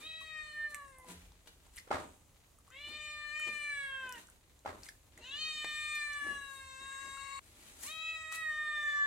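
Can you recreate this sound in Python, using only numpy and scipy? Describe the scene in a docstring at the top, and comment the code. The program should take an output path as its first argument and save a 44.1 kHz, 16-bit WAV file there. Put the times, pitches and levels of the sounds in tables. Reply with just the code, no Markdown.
"""A kitten on a concrete floor, close to a hand-held phone, gives four long, thin meows from the start on.
Each is a stack of harmonics shaped by a mouth that opens quickly and closes slowly; the third is cut short.
After the first meow and again after the second, a cluster of blows further off makes a knock.
Ticks (snap and ringing body), scuffs (grit noise over a thud) and bumps (low dying notes) fall in between.
Rumble and hiss, both shaped noise, run quietly throughout; the top is dull."""
import sys
import numpy as np
from scipy import signal
from scipy.fft import rfft, irfft
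from scipy.io import wavfile

SR = 44100
rng = np.random.default_rng(int(sys.argv[2]) if len(sys.argv) > 2 else 0)


def wav_record(signal):
    """Record a signal, one row per channel, as 16-bit PCM in the file named by sys.argv[1]."""
    frames = np.transpose(np.atleast_2d(signal))
    bounded = np.clip(frames, -1, 1)
    # unit amplitude maps onto the largest positive 16-bit level
    quanta = np.round(bounded * 32767).astype(np.int16)
    wavfile.write(sys.argv[1], SR, quanta)


N = 399546
TIME = np.arange(N) / SR
FREQ = np.arange(N // 2 + 1) * SR / N
SIDES = np.array([[1], [-1]])  # left, right port

# voice
THROAT_HZ = 2824
MOUTH_WIDTH_HZ, THROAT_WIDTH_HZ, HEAD_WIDTH_HZ = 110, 210, 390
VOICE_DB = -0.63  # gain of the whole voice
RELEASE_S = 0.0006
TURBULENCE_OVER_MOUTH = 1.08  # centre re mouth resonance
RING_PEAK_HZ = 7910  # peak of the ring spectrum before it is moved
EDGE_DB_PER_DB, EDGE_FROM_DB = 0.3, -58.5  # treble tilt per octave, per dB of ring re this level
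PORT_SKEW_RAD, PORT_LAG_S = 0.26, 0.000025  # phase scatter at each port, delay between them
SWAY_DB, SHIMMER_DB = 1.5, 1.1  # slower and quicker unevenness of each harmonic in a clean voice
FLUTTER_DB = 1.5  # quick unevenness that full hoarseness adds
FULL_FLUTTER_HZ = 2400  # harmonics below this are steadier
HOARSE_LOSS = 0.24  # share of the upper harmonics lost at full hoarseness


def undb(db):
    """Decibels to gain."""
    return 10 ** (np.asarray(db) / 20)


def unit(x):
    """Scale to rms 1."""
    return x / np.sqrt(np.mean(x ** 2))


def curves(table, t):
    """The columns of a table at times t."""
    s, *columns = np.transpose(table)
    return [np.interp(t, s, c) for c in columns]


def shape(points, hz):
    """Gain of a (Hz, dB) spectrum at the given frequencies."""
    f, db = np.transpose(points)
    return undb(np.interp(np.log(hz + 1), np.log(f), db))


def resonance(hz, centre_hz, width_hz):
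    """Gain of a steep band-pass: one resonance applied twice."""
    return 1 / (1 + ((hz ** 2 - centre_hz ** 2) / (hz * width_hz + 1)) ** 2)


def noise(gain):
    """Noise of rms 1 with a given gain at each frequency."""
    return unit(irfft(rfft(rng.standard_normal(N)) * gain, N))


def walk(rate_hz):
    """Smooth chance of spread 1."""
    return noise(1 / (1 + (FREQ / rate_hz) ** 4))


def reflections(x, mid_db, side_db, t60):
    """Dense echoes that differ between the ports."""
    t = TIME[:SR // 2]
    decay = undb(-60 * t / t60) * (1 + 2.0 * np.exp(-t / 0.012)) * (t > 0.002)
    tails = rng.standard_normal((2, len(t))) * decay
    mid, side = (signal.fftconvolve(x, tail / np.linalg.norm(tail))[:N] for tail in tails)
    return undb(mid_db) * mid + undb(side_db) * side * SIDES


def room(x, pan_db, mid_db, side_db, t60=0.51):
    """Direct sound, one sample later at the left port, plus its echoes."""
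    direct = np.array([np.r_[0, x[:-1]], x]) * undb(SIDES * pan_db / 2)
    return direct + reflections(x, mid_db, side_db, t60)


def kitten():
    """Four meows in the room; the third is cut short, together with its echo."""
    # one row per meow: (start [s], end [s], attack [s], fundamental [dB])
    meow_table = [(0, 1.121, 0.063, -69), (2.698, 4.196, .07, -68), (5.202, 7.393, 0.038, -74),
                  (7.83, 9.066, 0.057, -67.5)]
    # pitch of each meow, a quick rise and a long sag: (time [s], pitch [Hz])
    pitch_tables = [
        [(0.0, 583), (0.06, 633.7), (0.194, 640), (0.53, 603.8), (0.71, 597), (0.918, 538), (0.934, 525),
         (1.056, 510), (1.09, 492.5)],
        [(2.7, 508), (2.736, 517), (2.81, 583), (2.958, 606.2), (3.31, 595.3), (3.384, 611.4), (3.668, 586.4),
         (3.89, 545), (4.006, 528), (4.13, 498.5), (4.18, 461)],
        [(5.23, 454), (5.26, 506), (5.4, 617), (5.46, 625.7), (5.61, 607), (5.93, 603.9), (6.64, 535.8),
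         (6.79, 530.4), (6.81, 541.5), (7.39, 547.8)],
        [(7.84, 471), (7.876, 574), (7.89, 607), (7.92, 634.7), (8.102, 645.8), (8.27, 632), (8.382, 644),
         (8.466, 624.6), (8.52, 612.2), (8.742, 603.3), (9.05, 577.6)],
    ]
    # mouth resonance, rising as the jaw opens and sinking as it closes: (time [s], centre [Hz], level [dB])
    mouth_tables = [
        [(0.0, 2190, -45), (0.08, 2210, -60), (0.2, 2000, -57), (0.29, 2180, -51), (0.39, 2087, -44.5),
         (0.45, 2040, -50.5), (0.53, 2030, -54), (0.585, 1906, -43), (0.67, 1920, -42), (0.695, 1888, -52),
         (0.75, 1904, -49.5), (0.88, 1790, -66), (1.0, 1880, -64.5), (1.1, 2160, -69)],
        [(2.69, 1620, -50), (2.78, 2055, -56.5), (3.03, 2150, -48.5), (3.28, 1990, -45), (3.42, 2160, -39.5),
         (3.62, 2050, -43.5), (3.78, 1953, -39.0), (3.95, 1720, -42), (4.07, 1690, -49), (4.19, 1678, -58.5)],
        [(5.22, 1680, -60), (5.31, 1810, -63), (5.345, 1860, -52), (5.42, 2150, -53), (5.55, 2114, -48.5),
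         (5.68, 2065, -43), (5.95, 2110.0, -39.5), (6.12, 1984, -42), (6.32, 1770, -41), (6.48, 1783, -54),
         (6.7, 1840, -58.5), (6.98, 1790, -51), (7.18, 1900, -53), (7.39, 1990, -50)],
        [(7.84, 1990, -47.5), (7.92, 2210, -54), (8.01, 2200, -57), (8.06, 2385, -40.5), (8.14, 2305, -43),
         (8.18, 2183, -49), (8.4, 2184, -42.5), (8.51, 1926, -35.5), (8.64, 1996, -40.5), (8.85, 1938, -37),
         (9.05, 1775, -33)],
    ]
    # throat resonance: (time [s], level [dB])
    throat_tables = [
        [(0.0, -62), (0.08, -51), (0.2, -51.5), (0.4, -68), (0.55, -59), (0.72, -68), (0.9, -77), (1.1, -97)],
        [(2.69, -57), (2.8, -55.5), (3.02, -52), (3.3, -58), (3.45, -48.5), (3.78, -69), (3.95, -54),
         (4.1, -54), (4.19, -63)],
        [(5.22, -53.5), (5.28, -49), (5.44, -40.5), (5.7, -54), (6.03, -65), (6.35, -54.5), (6.55, -64),
         (7.0, -58.5), (7.39, -60.5)],
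        [(7.84, -58), (7.93, -50), (8.1, -49.5), (8.38, -87), (8.53, -57), (8.7, -69), (9.05, -62)],
    ]
    # head resonance: (time [s], centre [Hz], level [dB])
    head_tables = [
        [(0.0, 3660, -50), (0.07, 3830.0, -50.5), (0.22, 3950, -55.5), (0.42, 3940, -60), (0.68, 3990.0, -64.5),
         (0.8, 3800, -72), (1.1, 3900, -101.0)],
        [(2.69, 3240, -70), (2.8, 3670, -56), (2.93, 3900, -52), (3.15, 3890, -57.5), (3.35, 3960, -59),
         (3.7, 3910, -58.5), (3.95, 3240, -51.5), (4.08, 3320, -67), (4.19, 3436, -74)],
        [(5.22, 4140, -62), (5.33, 3560, -49), (5.42, 4050, -43), (5.6, 3850, -47), (5.92, 3740, -46),
         (6.06, 3990, -53), (6.25, 3630, -62.5), (6.55, 3910, -61.5), (7.0, 3840, -59), (7.39, 4050, -57.5)],
        [(7.84, 3970, -56), (7.93, 3870, -50), (8.08, 3860, -47), (8.22, 3770, -58.5), (8.45, 3880, -55),
         (8.72, 3630, -49.5), (8.88, 3516, -53.5), (9.05, 3580, -56)],
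    ]
    # (time [s], second harmonic [dB], treble ring [dB], hoarseness [0-1, clipped])
    voice_tables = [
        [(0, -51, -78, 0.7), (.1, -72, -72, 0.28), (.42, -58.5, -66, 0.17), (.7, -60, -72, 0.06),
         (.82, -51, -71, 0.25), (.9, -65, -68, 0.08), (1.1, -62.5, -80, 0.4)],
        [(2.69, -62, -76, 1.1), (2.82, -68, -74, 0.42), (3.05, -57, -59, 0.26), (3.25, -55.5, -65.5, 0.08),
         (3.45, -55, -56.5, 0.11), (3.8, -58.5, -60, 0.1), (3.97, -57.5, -68, 0.07), (4.1, -49.5, -69, 0.34),
         (4.19, -63.5, -80, 1.2)],
        [(5.22, -66, -66, 1), (5.33, -64, -65.5, 0.5), (5.41, -58.5, -56.5, 0.15), (5.9, -51, -53, 0.1),
         (6.4, -54, -62, 0.13), (6.62, -58, -62, 0.23), (6.9, -53.5, -59, 0.44), (7.15, -52, -58, 0.42),
         (7.39, -47, -58, 0.67)],
        [(7.84, -54.5, -55, 0.73), (7.93, -56, -63.5, 0.04), (8.25, -55.5, -60, 0.14), (8.42, -51, -62.5, 0.1),
         (8.55, -52.5, -61.5, 0.02), (8.72, -48, -64, 0.05), (8.93, -47.5, -57.5, 0.14),
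         (9.05, -45.5, -61.5, 0)],
    ]
    # turbulence in mouth, throat, head, treble ring: (width [Hz], level re harmonics [dB])
    turbulence = [(570, -6), (436, -8.5), (750, -6.5), (1990, -0.5)]
    cut_s, cut_fade_s = 7.402, 0.0097

    # shares of the pitch: waver scales with hoarseness, tremble is always there
    waver = 0.00805 * walk(66.4) + 0.0071 * walk(216)
    tremble = 0.0012 * walk(31)
    rush = [undb(db) * walk(width / 2) for width, db in turbulence]
    controls = zip(meow_table, pitch_tables, mouth_tables, throat_tables, head_tables, voice_tables)
    *early, last = (meow(*control, waver, tremble, rush) for control in controls)
    return sum(early) * np.clip((cut_s - TIME) / cut_fade_s, 0, 1) + last


def meow(row, pitch_curve, mouth_curve, throat_curve, head_curve, voice_curve,
         waver, tremble, rush, count=25):
    """Vocal-fold harmonics weighted by moving resonances; a hoarse voice flutters and carries noise."""
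    # treble ring of the voice: (frequency [Hz], level [dB])
    ring_spectrum = [(3500, -32), (4800, -14.5), (5500, -9), (6200, -9.5), (7200, -4), (7900, 0.5),
                     (8600, -5), (9600, -17.5), (10500, -18.5), (11600, -18), (13000, -22), (15000, -37)]
    # where the ring peaks: (time [s], peak [Hz])
    ring_peak = [(0, 7800), (.4, 7900), (.75, 9200), (2.7, 7400), (3.1, 7620), (3.42, 7630), (3.8, 8380),
                 (4.2, 7940), (5.25, 6880), (5.6, 7700), (5.95, 8100), (6.3, 8820), (6.7, 7890),
                 (7.4, 7800), (7.95, 6900), (8.15, 7330), (8.4, 8150), (9.05, 7150)]
    # left over right: (time [s], level [dB])
    voice_pan = [(0, -1.5), (.33, 5.5), (.75, 3.5), (1.1, 4), (2.8, 2.5), (3.3, 3), (3.6, 2.5), (3.95, 1),
                 (4.2, -0.5), (5.3, 3), (6, 2), (6.35, 7.5), (6.6, 6), (7, 7), (7.4, 4), (7.9, 3.5),
                 (8.5, 0), (9.05, 2.5)]

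    start, end, attack, fundamental_db = row
    span = (TIME >= start) & (TIME <= end)
    t = TIME[span]
    slow = t[::64]  # control times

    def fine(control):
        """Control curve at the full sample rate."""
        return np.interp(t, slow, control)

    def wander(size):
        """Smooth chance per harmonic, one draw every `size` control steps."""
        draws = rng.standard_normal((count, len(slow) // size))
        return signal.resample(draws, len(slow), axis=1)

    pitch, = curves(pitch_curve, slow)
    mouth_hz, mouth_db = curves(mouth_curve, slow)
    throat_db, = curves(throat_curve, slow)
    head_hz, head_db = curves(head_curve, slow)
    low_db, ring_db, hoarse = curves(voice_curve, slow)
    ring_hz, = curves(ring_peak, slow)
    hoarse = np.clip(hoarse, 0, 1)
    partial_hz = np.arange(1, count + 1)[:, None] * pitch

    # the harder the cry, the stronger its highest harmonics; they swell and fade one by one as the head moves
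    octaves_up = np.clip(np.log2(partial_hz / ring_hz), 0, 1)
    edge_db = EDGE_DB_PER_DB * (ring_db - EDGE_FROM_DB) * octaves_up
    ring = shape(ring_spectrum, partial_hz * RING_PEAK_HZ / ring_hz) * undb(edge_db + 1.7 * wander(size=80))
    layers = [(resonance(partial_hz, mouth_hz, MOUTH_WIDTH_HZ), mouth_db),
              (resonance(partial_hz, THROAT_HZ, THROAT_WIDTH_HZ), throat_db),
              (resonance(partial_hz, head_hz, HEAD_WIDTH_HZ), head_db),
              (ring, ring_db)]
    power = sum((gain * undb(db)) ** 2 / np.sum(gain ** 2, axis=0) for gain, db in layers)
    # the two lowest harmonics leak out below the resonances
    power[0] += undb(fundamental_db) ** 2
    power[1] += undb(low_db) ** 2
    flutter_db = SWAY_DB * wander(size=22) + (SHIMMER_DB + FLUTTER_DB * hoarse) * wander(size=6)
    amplitude = np.sqrt(2 * power) * undb(flutter_db * np.minimum(partial_hz / FULL_FLUTTER_HZ, 1))
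    amplitude[2:] *= 1 - HOARSE_LOSS * hoarse ** 2

    # uneven cycles blur the high harmonics most
    rough = fine(hoarse)
    phase = 2 * np.pi * np.cumsum(fine(pitch) * (1 + tremble[span] + rough * waver[span])) / SR
    # the floor close by turns each harmonic to a different phase at the two ports
    scatter = PORT_SKEW_RAD * wander(size=110) * np.minimum(partial_hz / 1500, 1)
    skew = scatter - np.pi * partial_hz * PORT_LAG_S
    voice = sum(fine(amplitude[k]) * np.sin((k + 1) * phase + SIDES * fine(skew[k])) for k in range(count))

    # turbulence follows the resonances and puffs once a cycle
    centres = [TURBULENCE_OVER_MOUTH * mouth_hz, np.full(len(slow), THROAT_HZ), head_hz, ring_hz]
    puffs = 0
    for (_, db), band, hz, turn in zip(layers, rush, centres, skew):
        carrier = np.sin(2 * np.pi * np.cumsum(fine(hz)) / SR + SIDES * fine(turn))
        puffs = puffs + fine(undb(db)) * band[span] * np.sqrt(2) * carrier
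    voice += rough * puffs * (1 + 0.3 * np.cos(phase))

    pan_db, = curves(voice_pan, t)
    envelope = np.clip(np.minimum((t - start) / attack, (end - t) / RELEASE_S), 0, 1)
    out = np.zeros((2, N))
    out[:, span] = undb(VOICE_DB + SIDES * pan_db / 2) * voice * envelope
    return out + reflections(out[0], mid_db=-11.0, side_db=-8.5, t60=0.53)


def knocks():
    """A hard blow some way off: one short, hollow note, then the room rings, longest at the ends of its range."""
    # blows: (time [s], level [dB], note [Hz])
    blow_table = [(1.873, -61.5, 493), (1.9049, -45.5, 378), (1.9114, -36.5, 787), (1.9228, -46.5, 1280),
                  (1.954, -51.5, 1330), (1.967, -49.5, 770), (3.47, -75, 380), (4.649, -56, 604),
                  (4.6585, -44, 820), (4.682, -58.5, 497), (6.264, -59, 410)]
    # what a knock rings with: (frequency [Hz], level [dB], t60 [s])
    bands = np.array([(36.8, -22, 0.5), (80, 2, 1), (138, -17, 0.9), (220, -0.5, 0.62), (350, 3, 0.4),
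                      (790, 3, 0.38), (910, 2.5, 0.38), (1330, 1.5, 0.35), (1840, -5, 0.34),
                      (2100, -8, 0.36), (2620, -16, 0.5), (4020, -16.5, 0.43), (5550, -22.5, 0.37),
                      (8250, -25.5, 0.89), (15060, -44, 1)])
    note_db, note_attack_s, note_decay_s = 20.5, 0.0013, 0.0027  # level re the blow
    clump_db = 2.2

    blows, notes = np.zeros((2, N))
    t = TIME[:SR]
    note_envelope = (1 - np.exp(-(t / note_attack_s) ** 2)) * np.exp(-t / note_decay_s)
    for s, db, hz in blow_table:
        i = int(s * SR)
        blows[i] += undb(db)
        notes[i:i + SR] -= undb(db + note_db) * np.sin(2 * np.pi * hz * t) * note_envelope

    colour = shape(bands[:, :2], FREQ)
    ring = np.zeros((2, SR))
    for (hz, _, t60), pick in zip(bands, np.eye(len(bands))):
        # overlapping bands whose powers add up to the colour
        gain = colour * np.sqrt(np.interp(np.log(FREQ + 1), np.log(bands[:, 0]), pick))
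        level = np.linalg.norm(gain) / np.linalg.norm(colour)
        mid, side = noise(gain)[:2 * SR].reshape(2, SR) * level
        envelope = 1.2 * (1 - np.exp(-t / 0.00068)) * undb(-60 * t / t60)
        ring += envelope * (mid + 0.97 * min(hz / 650, 1) * side * SIDES)  # the bass is narrower
    # echoes arrive in clumps
    ring *= undb(clump_db * walk(120)[:SR])
    return notes + signal.fftconvolve(blows[None], ring, axes=1)[:, :N]


def ticks():
    """Each tick is a bright snap of band-passed noise and a briefly ringing body."""
    # (time [s], snap [Hz], snap level [dB], body [Hz], body level before +5 dB [dB], snap decay [s])
    tick_table = [(0.212, 9000, -54, 1120, -48.5, 0.0045), (0.7454, 8560, -24.5, 2200, -31.5, 0.00081),
                  (0.7524, 8000, -40, 2100, -50, 0.0011), (0.88, 7450, -52, 1950, -55, 0.0015),
                  (0.984, 10100, -44, 811, -55, 0.0015), (.997, 11040, -50, 800, -53, .0018),
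                  (1.045, 8550, -54, 830, -50, .0018), (1.319, 3980, -53, 890, -55.5, 0.0015),
                  (1.666, 8500, -57, 930, -56, .0018), (1.7605, 9600, -39, 2500, -60, .001),
                  (1.7674, 9800, -37, 2900, -49, 0.0016), (1.777, 5500, -44, 2030, -41, 0.0015),
                  (1.782, 4900, -38.5, 2000, -39, 0.0017), (1.7863, 9500, -41, 1960, -39, 0.0012),
                  (1.798, 5000, -44, 2100, -59, 0.001), (2.585, 9000, -54.5, 1210, -58, 0.0033),
                  (2.677, 8500, -59, 1150, -55, 0.0036), (2.702, 7000, -50, 1290, -54, 0.0024),
                  (2.886, 8500, -48, 846, -54, .002), (3.212, 8500, -68, 1900, -48, .003),
                  (3.397, 9300, -35.5, 1390, -42.5, 0.0018), (4.0925, 8350, -29.5, 2080, -54, 0.00065),
                  (4.1247, 6200, -27, 3000, -44, 0.00029), (4.1249, 13100, -38, 6000, -54, .0004),
                  (4.27, 7430, -48, 1500, -72, 0.0015), (4.286, 8500, -56, 1470, -52, 0.0027),
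                  (4.299, 8460, -47.5, 1620, -71, .002), (4.591, 7600, -52, 4000, -61, .0014),
                  (4.833, 5800, -37.5, 4350, -46.5, .0012), (4.864, 8500, -49, 2090, -49, 0.0027),
                  (4.887, 4930, -38, 2140, -42, 0.0014), (4.889, 9000, -43.5, 1740, -38, 0.0023),
                  (5.176, 7850, -42.5, 1990, -45, 0.0017), (5.6454, 8240, -34, 698, -31, 0.00052),
                  (5.6462, 4200, -31, 1960, -27.5, 0.00053), (5.954, 10200, -32.5, 2020, -57, 0.00087),
                  (6.132, 8000, -40, 6100, -41, 0.0013), (7.171, 8500, -55, 1400, -46, .003),
                  (8.323, 7400, -32.5, 1220, -40, 0.0022), (8.355, 10200, -34.5, 3200, -54, 0.0016),
                  (8.78, 8550, -67, 836, -53, 0.0017)]
    snap_width_hz = 3200

    out, t = np.zeros(N + SR), TIME[:2048]
    hz = np.arange(len(t) // 2 + 1) * SR / len(t)
    for s, snap_hz, snap_db, body_hz, body_db, decay in tick_table:
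        chance = rng.standard_normal(len(t))
        contact = 1 - np.exp(-(2 * t / decay) ** 2)
        snap = unit(irfft(rfft(chance) * resonance(hz, snap_hz, snap_width_hz))) * np.exp(-t / decay)
        body = np.sin(2 * np.pi * body_hz * t) * np.exp(-t / (0.98 * decay))
        i = int(s * SR)
        out[i:i + len(t)] += contact * (undb(snap_db) * snap + undb(body_db + 5.0) * body)
    return room(out[:N], pan_db=2.0, mid_db=-7.5, side_db=-8.5, t60=0.29)


def scuffs():
    """Grit scratches in uneven grains over a soft thud; stray grains crackle in between."""
    # (time of peak [s], Gaussian half length [s], scratch [dB], thud [dB], brightness [0-1])
    scuff_table = [(0.011, 0.033, -56, -66, 0.37), (0.216, 0.01, -63, -74, 0.8),
                   (1.101, 0.024, -57.5, -60.5, 0.64), (1.147, 0.073, -66, -89, 0.05),
                   (1.473, 0.0096, -59.5, -67.5, 0.2), (0.709, 0.011, -59, -70, 0.8),
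                   (1.767, 0.023, -59, -96, 0.5), (2.905, 0.036, -62, -65.5, 0.26),
                   (3.478, 0.012, -56, -56, 0.05), (4.052, 0.016, -61, -62.5, 0),
                   (4.176, 0.029, -57.5, -66.5, 0.43), (4.846, 0.036, -60, -74.5, 0.58),
                   (5.192, 0.015, -69, -63.5, 0.1), (5.432, 0.19, -68, -74, 0),
                   (6.286, 0.045, -59.5, -58.5, 0.26), (6.544, 0.043, -59.5, -79, 0.84),
                   (6.823, 0.016, -73, -66.5, 0.1), (7.057, 0.031, -76, -67.5, 0.1),
                   (7.67, 0.17, -61.5, -74, 0.52), (7.851, 0.029, -47.5, -71.5, 0.92),
                   (8.339, 0.016, -46.5, -75.5, 0.45)]
    # grit scratching: (frequency [Hz], level [dB])
    scratch_spectrum = [(300, -9.5), (1000, 6), (2200, 8.5), (3800, 7), (5300, 0.5), (8000, 0.5),
                        (11000, -6.5), (15500, -16)]
    # the weight behind it: (frequency [Hz], level [dB])
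    thud_spectrum = [(30, -11), (85, 6.5), (135, -36), (170, 3.5), (290, 3.5), (450, 0), (900, -8.5),
                     (2000, -20), (8000, -67)]
    bright_hz = 7200  # a light, fast scuff hisses above this
    stray_per_s = 45  # before its rate wanders

    coarse, bright, thud = np.zeros((3, N))
    for s, length, scratch_db, thud_db, brightness in scuff_table:
        swell = np.exp(-0.5 * ((TIME - s) / length) ** 2)
        share = np.clip(brightness, 0, 1)
        coarse += undb(scratch_db) * swell * np.sqrt(1 - share)
        bright += undb(scratch_db) * swell * np.sqrt(share)
        thud += undb(thud_db) * swell

    stray_hits = rng.random(N) < stray_per_s * undb(6 * walk(3)) / SR
    stray = stray_hits * undb(-51 + 1.9 * np.clip(rng.standard_normal(N), -1, 1))
    colour = unit(shape(scratch_spectrum, FREQ))
    bright_colour = unit(colour * FREQ ** 4 / (FREQ ** 4 + bright_hz ** 4))
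    grains = undb(-4.5 + 3.7 * walk(120)) * rng.standard_normal((2, N))
    grit = irfft(rfft(coarse * grains[0] + stray) * colour + rfft(bright * grains[1]) * bright_colour, N)
    weight = thud * noise(shape(thud_spectrum, FREQ))
    return (room(grit, pan_db=7.5, mid_db=-0.5, side_db=3.0)
            + room(weight, pan_db=-4.0, mid_db=3.0, side_db=-13))


def bumps():
    """Each bump swells softly into one low, dying note, alike at both ports."""
    # (time [s], note [Hz], level [dB], decay [s])
    bump_table = [(1.076, 177.8, -48, 0.072), (1.085, 433, -60, 0.036), (1.138, 80.4, -51, 0.083),
                  (1.209, 48.7, -52, 0.085), (6.625, 76.8, -43.5, 0.025)]
    attack_s = 0.022
    out = np.zeros(N)
    for s, hz, db, decay in bump_table:
        t = np.maximum(TIME - s, 0)
        envelope = (1 - np.exp(-(t / attack_s) ** 2)) * np.exp(-t / decay)
        out += undb(db) * np.sin(2 * np.pi * hz * t) * envelope
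    return out


def air():
    """Rumble mostly shared by both ports and a wide hiss, both slightly restless in level."""
    # the quiet room: (frequency [Hz], density [dB per Hz])
    air_spectrum = [(15, -19), (25, -3), (73, -5), (240, -21), (289, -16.5), (322, -20.5), (567, -22),
                    (741, -24.5), (1240, -27.5), (1380, -31.5), (3340, -34), (3720, -34.5), (5400, -36),
                    (6730, -31.5), (10500, -35), (15500, -40)]
    rumble_db, hiss_db = -67.5, -70.5  # of the part that both ports share

    colour = shape(air_spectrum, FREQ) * FREQ ** 4 / (FREQ ** 4 + 32 ** 4)
    treble = FREQ / (FREQ + 250)
    low, high = colour * (1 - treble), colour * treble
    rumble = undb(rumble_db + 1.2 * walk(7)) * (noise(low) + 0.2 * noise(low) * SIDES)
    hiss = undb(hiss_db + 1.3 * walk(7)) * (noise(high) + 0.66 * noise(high) * SIDES)
    return rumble + hiss


def scene():
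    """Everything in the room."""
    return kitten() + knocks() + ticks() + scuffs() + bumps() + air()


def record(dry):
    """The top is dull: a steep low-pass."""
    top_hz = 15800
    return signal.sosfilt(signal.ellip(10, 0.2, 70, top_hz, fs=SR, output="sos"), dry)


dry = scene()
out = record(dry)
wav_record(out)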